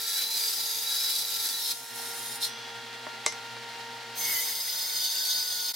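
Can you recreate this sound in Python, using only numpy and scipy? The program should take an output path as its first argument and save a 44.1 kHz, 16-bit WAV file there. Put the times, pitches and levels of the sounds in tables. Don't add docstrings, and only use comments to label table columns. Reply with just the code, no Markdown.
import sys
import numpy as np
from scipy import signal
from scipy.fft import rfft, irfft
from scipy.io import wavfile
from scipy.ndimage import minimum_filter1d

SR = 44100
rng = np.random.default_rng(int(sys.argv[2]) if len(sys.argv) > 2 else 0)


def transcribe(u):
    v = np.clip(np.atleast_2d(u).T, -1, 1)
    q = np.round(v * 32767).astype(np.int16)
    wavfile.write(sys.argv[1], SR, q)


N = 253575
T = np.arange(N) / SR
FREQS = np.arange(N // 2 + 1) * SR / N


def ripping(force, blade_db=-1.1):
    # [time_s, level_db]
    rip_bite = [(0.0, -36), (0.18, -30.5), (0.3, -35.5), (0.342, -30.5), (0.448, -31), (0.472, -30),
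                (0.52, -34), (0.606, -33), (0.74, -35), (0.964, -31), (1.216, -33), (1.226, -36),
                (1.436, -34), (1.446, -29.5), (1.57, -35), (1.698, -37.5), (1.715, -30.5)]
    # [pitch_hz, width_hz before damping, level_db]
    buried_blade = [(3480, 150, -7), (3740, 134, -3), (4000, 120, -1), (4380, 110, -5.5), (4700, 130, -1),
                    (4840, 110, -1), (5215, 100, .5), (5800, 100, -6), (6020, 120, -7), (6490, 190, -6),
                    (7280, 110, -11), (7850, 130, -8), (8400, 80, -5), (9550, 130, -10), (9900, 130, -6.5),
                    (10060, 100, -5), (10720, 170, -6), (11500, 200, -6.5), (12150, 170, -5),
                    (13800, 300, -11)]
    # [pitch_hz, density_db]
    chip_colour = [(50, -51), (300, -12), (1100, -13), (1700, -3), (2100, -4.5), (2380, 0.5), (2650, -7),
                   (2950, -3), (3500, -2), (6000, -0.5), (7200, -4), (9000, -2), (12000, 1), (15500, -2)]
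    end_s, release_s, usual_db = 1.718, 0.0081, -33.5
    chips_db, chips_per_bite = -36.5, 0.77
    splinter_db = -8

    level_db, = curves(rip_bite)
    bite_db = level_db - usual_db
    contact = np.exp(-np.maximum(T - end_s, 0) / release_s)
    steel = contact * undb(level_db + blade_db)
    spray = contact * undb(chips_db + chips_per_bite * bite_db)
    sawing = cut(steel, spray, force, buried_blade, chip_colour, damping=0.86, swell_db=2.3, scatter=0.62)
    snaps = spray * undb(splinter_db) * splinters()
    return sawing + snaps + contact * singing(bite_db) + strip_buzz()


def singing(bite_db):
    # [start_s, end_s, first_hz, last_hz, level_db at usual bite]
    pinches = [(-.05, 0.137, 3930, 3946, -40), (0.141, 0.365, 3950, 4050, -35), (.33, .49, 4855, 4840, -39),
               (0.552, .68, 3980, 4000, -42), (.57, .72, 4835, 4830, -41),
               (0.852, 1.174, 3920, 3930, -36.5), (1.183, 1.43, 3955, 3950, -41.5),
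               (1.435, 1.465, 4020, 4000, -37), (1.525, 1.585, 3975, 3950, -36.5),
               (1.691, 1.72, 4110, 4170, -35.5)]
    attack_s, release_s = 0.023, .02
    spell_per_bite, upper_per_bite = .5, 1.7
    upper_hz, upper_db = 4835, -46
    fade_s, fade_db_per_s = 1.15, 37

    spells = 0
    for start, end, first_hz, last_hz, db in pinches:
        hz = np.interp(T, [start, end], [first_hz, last_hz])
        gain = undb(db + spell_per_bite * bite_db) * spell(start, end, attack_s, release_s)
        spells = spells + gain * tone(hz, wander_hz=24, flutter_db=3, rate=90)
    fade_db = fade_db_per_s * np.maximum(T - fade_s, 0)
    upper_gain = undb(upper_db + upper_per_bite * bite_db - fade_db)
    return spells + upper_gain * tone(upper_hz, wander_hz=36.0, flutter_db=4.5, rate=70)


def splinters(scatter_db=4.5, length_s=0.00042, per_s=300):
    # [pitch_hz, density_db]
    snap_colour = [(300, -23), (1500, -8.5), (2900, -11), (4000, 1), (7000, -5), (12000, -2), (15500, -2)]
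    snaps = (rng.random(N) < per_s / SR) * undb(scatter_db * rng.standard_normal(N))
    force = signal.lfilter([1], [1, -np.exp(-1 / (length_s * SR))], snaps)
    return excite(force, slope(snap_colour))


def strip_buzz(attack_s=0.067, release_s=0.03):
    # [start_s, end_s, first_hz, last_hz, level_db]
    buzzes = [(-.05, .22, 1980, 1526, -53.5), (0.351, 0.53, 1684, 1597, -58),
              (0.847, 1.102, 1752, 1512, -54.5), (1.447, 1.61, 1825, 1844, -57)]
    out = 0
    for start, end, first_hz, last_hz, db in buzzes:
        hz = np.interp(T, [start, end], [first_hz, last_hz])
        gain = undb(db) * spell(start, end, attack_s, release_s)
        out = out + gain * tone(hz, wander_hz=75.7, flutter_db=3.0, rate=176)
    return out


def feeding(force, blade_db=-1.5, pan_db=0.23, start_s=4.13):
    # [time_s, level_db]
    feed_bite = [(4.2, -40), (4.216, -33.5), (4.456, -33.5), (4.996, -33), (5.064, -27.5), (5.088, -33.5),
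                 (5.2, -29.5), (5.32, -28.5), (5.39, -29.5), (5.468, -33.5), (5.684, -34), (5.715, -39)]
    # [pitch_hz, width_hz before damping, level_db]
    free_blade = [(3060, 40, -10.5), (3390, 30, -7.5), (3660, 90, -5.5), (3800, 35, -6), (4215, 45, -3.5),
                  (4400, 50, -7.5), (4650, 110, -6), (5010, 60, -5), (5420, 18, -12), (5600, 55, -9.5),
                  (5935, 35, -8), (6240, 60, -11), (6360, 50, -3), (7180, 50, -9.5), (7750, 28, -15),
                  (8380, 52, -13), (8770, 42, -13), (9395, 39, -8.5), (9770, 42, -13), (10550, 80, -20),
                  (11000, 56, -14), (11400, 90, -18), (12200, 120, -18), (12600, 70, -15), (12830, 70, -15),
                  (13080, 110, -12.5), (13600, 80, -12), (14400, 110, -17), (15350, 140, -20)]
    # [pitch_hz, density_db]
    spray_colour = [(50, -32), (300, -16), (600, -9), (1100, -12), (1700, -6.5), (2600, -8), (3400, -4.5),
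                    (6000, -6), (7400, -9), (9000, -4.5), (11000, -3.5), (13300, -1.5), (15500, -2)]
    attack_s, usual_db = 0.052, -33
    spray_db, spray_per_bite = -37, 0.068
    entry_peak_s, entry_width_s = 4.345, 0.25
    entry_spray_db, entry_damping_db = 3.5, 1.5
    shimmer_db, shimmer_hz = -33.5, 7000
    belly_db, belly_growth_db_per_s = -2, 2

    level_db, = curves(feed_bite)
    bite_db = level_db - usual_db
    contact = np.clip((T - start_s) / attack_s, 0, 1) ** 2
    open_end = np.exp(-abs(T - entry_peak_s) / entry_width_s)
    steel = contact * undb(level_db + blade_db - entry_damping_db * open_end)
    spray = contact * undb(spray_db + entry_spray_db * open_end + spray_per_bite * bite_db)
    sawing = cut(steel, spray, force, free_blade, spray_colour, damping=0.7, swell_db=2.0)
    lift_db = belly_db + belly_growth_db_per_s * (T - start_s)
    sawing = lift(sawing, lift_db, centre_hz=4150, width_hz=900)
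    high_modes = resonances(free_blade, damping=0.39) / np.sqrt(1 + (shimmer_hz / (FREQS + 1)) ** 8)
    shimmer = undb(shimmer_db) * open_end * excite(force, high_modes)
    voices = shimmer + edge_rasp() + screech(bite_db, start_s) + board_voice()
    return (sawing + contact * voices) * undb([[pan_db], [-pan_db]])


def screech(bite_db, start_s, beat_db=-8):
    high_hz, split_hz, low_hz = 5012, 20, 4610
    high_level_db, high_per_bite = -40.8, .4
    low_level_db, low_per_bite, low_growth_db_per_s = -50, 1.5, 7.5
    young_start_db, build_s = -7, .25

    young_db = young_start_db * np.exp(-np.maximum(T - start_s, 0) / build_s)
    high_db = high_level_db + high_per_bite * bite_db + young_db
    low_db = low_level_db + low_per_bite * bite_db + low_growth_db_per_s * (T - start_s)
    note = tone(high_hz, wander_hz=9, flutter_db=3, rate=50)
    twin = undb(beat_db) * tone(high_hz - split_hz, wander_hz=16, flutter_db=3.5, rate=40)
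    low = undb(low_db) * tone(low_hz, wander_hz=26.54, flutter_db=2.0, rate=104)
    return undb(high_db) * (note + twin) + low


def edge_rasp(attack_s=.012, release_s=.008):
    # [start_s, end_s, pitch_hz, width_hz, level_db]
    rasps = [(4.175, 4.25, 6270, 300, -38.5), (4.165, 4.29, 13650, 250, -44),
             (4.28, 4.405, 13050, 900, -36.5)]
    out = 0
    for start, end, hz, width, db in rasps:
        noise = excite(1, resonances([(hz, width, 0)], damping=1) ** 2)
        out = out + undb(db) * spell(start, end, attack_s, release_s) * noise
    return out


def board_voice():
    return chatter() + table_shudder() + kerf_squeal()


def chatter():
    # [pitch_hz, loudest_s, level_db]
    chatter_modes = [(2022, 4.395, -37.5), (2060, 4.36, -42), (2176, 4.315, -38.5), (3055, 4.39, -43)]
    rise_db_per_s, release_s = 79, 0.021
    murmur_db, fade_db_per_s = -16.5, 10
    start_s, attack_s = 4.18, 0.039

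    out = 0
    for hz, peak_s, db in chatter_modes:
        before, after = np.maximum(peak_s - T, 0), np.maximum(T - peak_s, 0)
        burst = undb(-rise_db_per_s * before) * np.exp(-after / release_s)
        burst = burst * tone(hz, wander_hz=14, flutter_db=2.0, rate=61)
        murmur = (T > peak_s) * undb(murmur_db - fade_db_per_s * after)
        murmur = murmur * tone(hz, wander_hz=34.9, flutter_db=5, rate=45)
        out = out + undb(db) * (burst + murmur)
    return out * np.clip((T - start_s) / attack_s, 0, 1)


def table_shudder(attack_s=0.037, release_s=0.057):
    # [start_s, end_s, level_db]
    shudders = [(4.14, 5.02, -59.5), (5.48, 5.6, -58)]
    pushes = sum(undb(db) * spell(start, end, attack_s, release_s) for start, end, db in shudders)
    return pushes * excite(1, slope([(12, -15), (25, 10.5), (55, -13), (110, -8.0), (300, -24), (1500, -70)]))


def kerf_squeal(best_hz=1515, choke_db_per_hz=0.6):
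    # [time_s, pitch_hz]
    squeal_pitch = [(4.6, 1470), (5.05, 1477), (5.11, 1545), (5.17, 1512), (5.3, 1492), (5.58, 1459)]
    hz, = curves(squeal_pitch)
    choke_db = choke_db_per_hz * np.maximum(hz - best_hz, 0)
    gain = undb(-50 - choke_db) * spell(4.5, 5.66, attack_s=0.65, release_s=0.12)
    return gain * tone(hz, wander_hz=5.3, flutter_db=1.5, rate=30)


def rubbing(force, attack_s=0.034, release_s=0.022):
    # [start_s, end_s, blade_db, dust_db, easing_db_per_s, low_mode_lift_db]
    touches = [(1.58, 1.703, -37, -48, 4, 8), (1.703, 1.92, -45, -48, 4, -1),
               (1.928, 2.364, -39.5, -46, 2, -1), (2.4, 2.452, -33, -39, 2, 10)]
    # [pitch_hz, width_hz before damping, level_db]
    grazed_blade = [(3220, 70, -5), (3715, 70, 2.5), (4040, 120, -3), (4230, 80, 1), (4580, 70, -4),
                    (4990, 40, 1), (5380, 85, 2.5), (5790, 50, -5), (6340, 60, -1.5), (7180, 45, -1),
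                    (7800, 70, -9), (8420, 110, -1.5), (8910, 50, -5), (9350, 100, 2), (9770, 55, -1),
                    (10300, 60, -2), (10600, 130, -2.5), (11100, 130, -4), (11600, 90, -5),
                    (12110, 100, -1), (12430, 120, -5), (13600, 200, -11)]
    # [pitch_hz, density_db]
    dust_colour = [(300, -32), (2500, -30), (3700, -10), (5400, 2), (6800, 4.5), (7600, 1), (9500, -3),
                   (12000, -2), (13500, 1), (15500, -1)]
    steel = spray = lift_db = 0
    for start, end, blade_db, dust_db, easing, low_db in touches:
        eased = undb(-easing * np.clip(T - start, 0, end - start))
        contact = spell(start, end, attack_s, release_s) * eased
        steel = steel + undb(blade_db) * contact
        spray = spray + undb(dust_db) * contact
        lift_db = lift_db + low_db * contact
    graze = cut(steel, spray, force, grazed_blade, dust_colour, damping=.9, swell_db=1.8)
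    return lift(graze, lift_db, centre_hz=4100, width_hz=1000)


def tooth_force(whine_hz, uneven_db, grain_db, runout_db, bite=0.32, count=28):
    turn_hz = whine_hz / 4.515
    teeth = np.cumsum(turn_hz) / SR * count
    tooth = teeth.astype(int)
    height = uneven_db * rng.standard_normal(count)[tooth % count]
    runout = runout_db * np.sin(2 * np.pi * teeth / count)
    fibres = 1.6 * rng.standard_normal(N)[tooth]
    pulse = .5 + np.exp(-(teeth % 1) / bite)
    return pulse * undb(height + runout + fibres + grain_db * walk(47))


def cut(steel, spray, force, blade, chips, damping, swell_db, scatter=0.44, room_db=-9):
    # [pitch_hz, width_hz, flicker_db]
    band_flicker = [(620, 200, 4), (1650, 300, 3.5), (2350, 250, 3.5), (2850, 250, 4)]
    flicker_hz, sink = 18, 0.83
    ringing = steel * blade_modes(force, blade, damping, swell_db)
    hiss = spray * excite(force ** scatter, slope(chips))
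    for hz, width, db in band_flicker:
        hiss = lift(hiss, db * (walk(flicker_hz) - sink), hz, width)
    direct = ringing + hiss
    return direct + undb(room_db) * room(direct.mean(axis=0), t60=0.26, top_hz=6560)


def blade_modes(force, modes, damping, swell_db, count=4):
    grip_hz = 5
    radiation = 1 / np.sqrt(1 + (2600 / (FREQS + 1)) ** 8)
    out = 0
    for first in range(count):
        response = resonances(modes[first::count], damping) * radiation
        ringing = through(force * rng.standard_normal((2, N)), response)
        out = out + ringing * undb(swell_db * walk(grip_hz))
    return spread(*map(unit, out))


def blade_ring(level_db=-42.5, nick_s=2.45):
    # [pitch_hz, level_db, t60_s]
    free_modes = [(2019, -15, 4), (2955, -9, .7), (3047, -10, .7), (3370, 0, 3), (3690, -8, .8),
                  (4062, -9, .5), (4196, -13, 1), (4997, -4.5, 1.4), (5819, -3.5, .8), (5923, -6, 1.4),
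                  (6345, -11, .5)]
    steel = undb(level_db) * ring(free_modes, nick_s)
    return steel + undb(-14) * room(steel)


def knocks(spread_s=0.09, crack_s=0.001212, crack_db=-13.0, room_db=-8.5):
    # [time_s, peak_db before the room, low_pass_hz, ring_db]
    blows = [(3.0655, -27, 2000, -48), (3.2597, -27, 7000, -40), (3.2623, -7.2, 13000, -19.5),
             (3.3236, -27.5, 13000, -37), (3.3228, -31, 2900, -32), (3.5655, -33, 4000, -34)]
    # [pitch_hz, density_db]
    wave_colour = [(60, -56), (170, -18), (330, -7.5), (500, -2.5), (1000, -3), (1700, -9), (2100, -4.5),
                   (3100, -11), (4200, -1.5), (4900, -6), (6100, -2), (7000, -10), (7800, 3), (8700, -11),
                   (11000, -18), (15000, -38)]
    # [pitch_hz, level_db, t60_s]
    wood_modes = [(230, -25, .08), (340, -22, .06), (510, -19, .05), (700, -21, .04), (1150, -23, .04),
                  (2089, 4.5, .09), (2940, -8, .08), (3644, -11, .08), (4064, -6, .09), (5303, -9, .11),
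                  (5378, -10, .1), (6060, -5, .1), (6358, -7.5, .14), (7790, 4, .015)]
    # [pitch_hz, density_db]
    wash_colour = [(2500, -25), (3800, -8), (4800, -9), (5400, -1), (6300, 0), (7000, -12), (8500, -18),
                   (9500, -12), (10600, -14), (12000, -28)]
    wash_db, wash_t60_s = -1, 0.19

    out = 0
    for s, db, bright_hz, ring_db in blows:
        lag = FREQS * s + 2 * spread_s * np.sqrt(FREQS)
        wave = irfft(slope(wave_colour) * np.exp(-2j * np.pi * lag), N)
        crack = unit(through(rng.standard_normal(N), slope(wave_colour)))
        crack = crack * np.exp(-abs(T - s - crack_s) / crack_s)
        wash = unit(through(rng.standard_normal(N), slope(wash_colour)))
        wash = wash * (T > s) * undb(wash_db - 60 * abs(T - s) / wash_t60_s)
        ringing = undb(ring_db) * (ring(wood_modes, s + crack_s) + wash)
        blow = wave / abs(wave).max() + undb(crack_db) * crack + ringing
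        blow = signal.lfilter(*signal.butter(4, min(bright_hz, SR / 3), fs=SR), blow)
        out = out + undb(db) * blow / abs(blow).max()
    return out + undb(room_db) * room(out, t60=0.12, top_hz=4500)


def machine(whine_hz, drone_db, waver=0.7, low_duck=0.66):
    # [multiple of the whine pitch, level_db before the drone level]
    whine_partials = [(1, -56), (2, -51.5), (3, -53), (4, -56), (5, -68), (6, -58.5), (7, -60)]
    # [time_s, second_db, third_db]
    whine_swell = [(0, -6, 2), (.22, -6, 4), (.3, 1.5, -11), (.45, -2, 0), (1.5, 0.5, 2.5), (1.75, 0, 2),
                   (2.6, -1, -.5), (3.55, 0, 3), (3.66, 1.5, -3.5), (3.95, 3, -3), (4.2, 0, -1),
                   (4.7, 2, -7)]
    # [pitch_hz, wander_hz, level_db before the drone level]
    hum_tones = [(120, 1.5, -62.3), (237.7, 8.3, -62.5), (261, 2.1, -69), (376.5, 6.56, -69),
                 (506, 0.88, -73), (792, 9.05, -60), (2090, 21.7, -63)]
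    # [pitch_hz, density_db]
    air_colour = [(35, -53), (100, -22.5), (170, -24), (300, -19.5), (440, -14), (600, -14), (820, -5.5),
                  (1100, -14.5), (1700, -8), (2150, -9), (2600, -11), (4200, -9), (7500, -22.5),
                  (15500, -34)]
    air_db = -44.5

    swell_db = dict(zip((2, 3), curves(whine_swell)))
    whine = 0
    for k, db in whine_partials:
        partial = tone(k * whine_hz, wander_hz=0.22 * k, flutter_db=1.46, rate=9)
        whine = whine + undb(db + swell_db.get(k, 0)) * partial
    hum = sum(undb(db) * tone(hz, wander_hz=wander, flutter_db=2.5, rate=16) for hz, wander, db in hum_tones)
    sag_db = np.minimum(drone_db - 2.0, 0)
    hum = hum * undb(sag_db * np.maximum(low_duck + waver * walk(16), 0))
    knives = 1 + 0.12 * np.sin(2 * np.pi * np.cumsum(whine_hz) / SR)
    air = excite(knives * undb(0.66 * walk(25)), slope(air_colour))
    return undb(drone_db) * (whine + hum + undb(air_db) * air)


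def whine_and_drone(idle_hz=465, idle_db=1.2, slow_s=.36, recover_s=.04):
    # [start_s, end_s, pitch_sag_hz, drone_dip_db, dip_end_s]
    cut_times = [(-1, 1.54, 10, 5.4, 1.88), (4.27, 6, 5.5, 8.5, 6)]
    hz, db = idle_hz, idle_db
    for start, end, sag, dip, dip_end in cut_times:
        hz = hz - sag * spell(start, end, slow_s, recover_s)
        db = db - dip * spell(start, dip_end, slow_s, recover_s)
    return hz, db


def room(x, t60=0.21, top_hz=6000):
    t = T[:SR // 2]
    tail = rng.standard_normal((2, len(t))) * undb(-60 * t / t60) * (t > .003)
    tail = signal.lfilter(*signal.butter(1, min(top_hz, SR / 3), fs=SR), tail)
    return signal.fftconvolve(x[None], tail / np.sqrt(np.sum(tail[0] ** 2)), axes=1)[:, :N]


def excite(force, response):
    mid, side = through(force * rng.standard_normal((2, N)), response)
    return spread(unit(mid), unit(side))


def tone(hz, wander_hz, flutter_db, rate=20):
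    phase = 2 * np.pi * np.cumsum(hz + wander_hz * walk(rate)) / SR
    gain = np.sqrt(2) * undb(flutter_db * walk(rate))
    return gain * (np.sin(phase) + 0.23 * walk(5) * np.cos(phase) * np.array([[1], [-1]]))


def ring(modes, start):
    t = np.maximum(T - start, 0)
    out = 0
    for hz, db, t60 in modes:
        out = out + undb(db - 60 * t / t60) * np.sin(2 * np.pi * hz * t) * rng.choice([-1, 1])
    return out


def resonances(modes, damping):
    each = []
    for hz, width, db in modes:
        detuning = (FREQS ** 2 - hz ** 2) / (damping * width * FREQS + 1)
        each.append(undb(db) / (1 + 1j * detuning))
    return np.sqrt(sum(abs(h) ** 2 for h in each)) * np.exp(1j * np.angle(sum(each)))


def lift(x, lift_db, centre_hz, width_hz):
    band = through(x, np.exp(-((FREQS - centre_hz) / width_hz) ** 2))
    return x + band * (undb(lift_db) - 1)


def spread(mid, side):
    # [pitch_hz, side_minus_mid_db]
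    side_colour = [(100, -1.5), (500, -10), (1000, -7.5), (2500, -8), (4500, -8.5), (8000, -3), (13000, -4)]
    side = through(side, slope(side_colour))
    return np.array([mid + side, mid - side])


def spell(start, end, attack_s, release_s):
    return np.clip((T - start) / attack_s, 0, 1) * np.exp(-np.maximum(T - end, 0) / release_s)


def walk(rate):
    real, imag = rng.standard_normal((2, np.count_nonzero(FREQS < .75 * rate)))
    return unit(irfft(real + 1j * imag, N))


def curves(rows):
    s, *columns = np.transpose(rows)
    return [np.interp(T, s, c) for c in columns]


def slope(points):
    hz, db = np.transpose(points)
    return undb(np.interp(np.log(FREQS + 1), np.log(hz), db))


def through(x, response):
    return irfft(rfft(x) * response, N)


def unit(x):
    return x / np.sqrt(np.mean(x ** 2))


def undb(db):
    return 10 ** (np.asarray(db) / 20)


def scene():
    whine_hz, drone_db = whine_and_drone()
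    deep = tooth_force(whine_hz, uneven_db=1.0, grain_db=1.1, runout_db=1.0)
    light = tooth_force(whine_hz, uneven_db=1.0, grain_db=0.6, runout_db=1.0)
    shallow = tooth_force(whine_hz, uneven_db=3.5, grain_db=1.06, runout_db=.5)
    wood = ripping(deep) + feeding(shallow) + rubbing(light)
    mix = wood + blade_ring() + knocks() + machine(whine_hz, drone_db)
    dip_s, dip_width_s, dip_db = 5.731, 0.0072, -20.5
    return mix * undb(dip_db * np.exp(-((T - dip_s) / dip_width_s) ** 2))


def record(dry, ceiling_db=-11.0, top_hz=15850):
    thin = signal.sosfilt(signal.butter(2, 70, "high", fs=SR, output="sos"), dry)
    wanted = np.minimum(1, undb(ceiling_db) / (abs(thin).max(axis=0) + 1e-9)) ** 0.72
    held = minimum_filter1d(wanted, size=2500, origin=1249)
    gain = 1 - signal.lfilter(*signal.butter(1, 70, fs=SR), 1 - held)
    return signal.sosfilt(signal.ellip(10, .2, 80, top_hz, fs=SR, output="sos"), thin * gain)


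dry = scene()
out = record(dry)
transcribe(out)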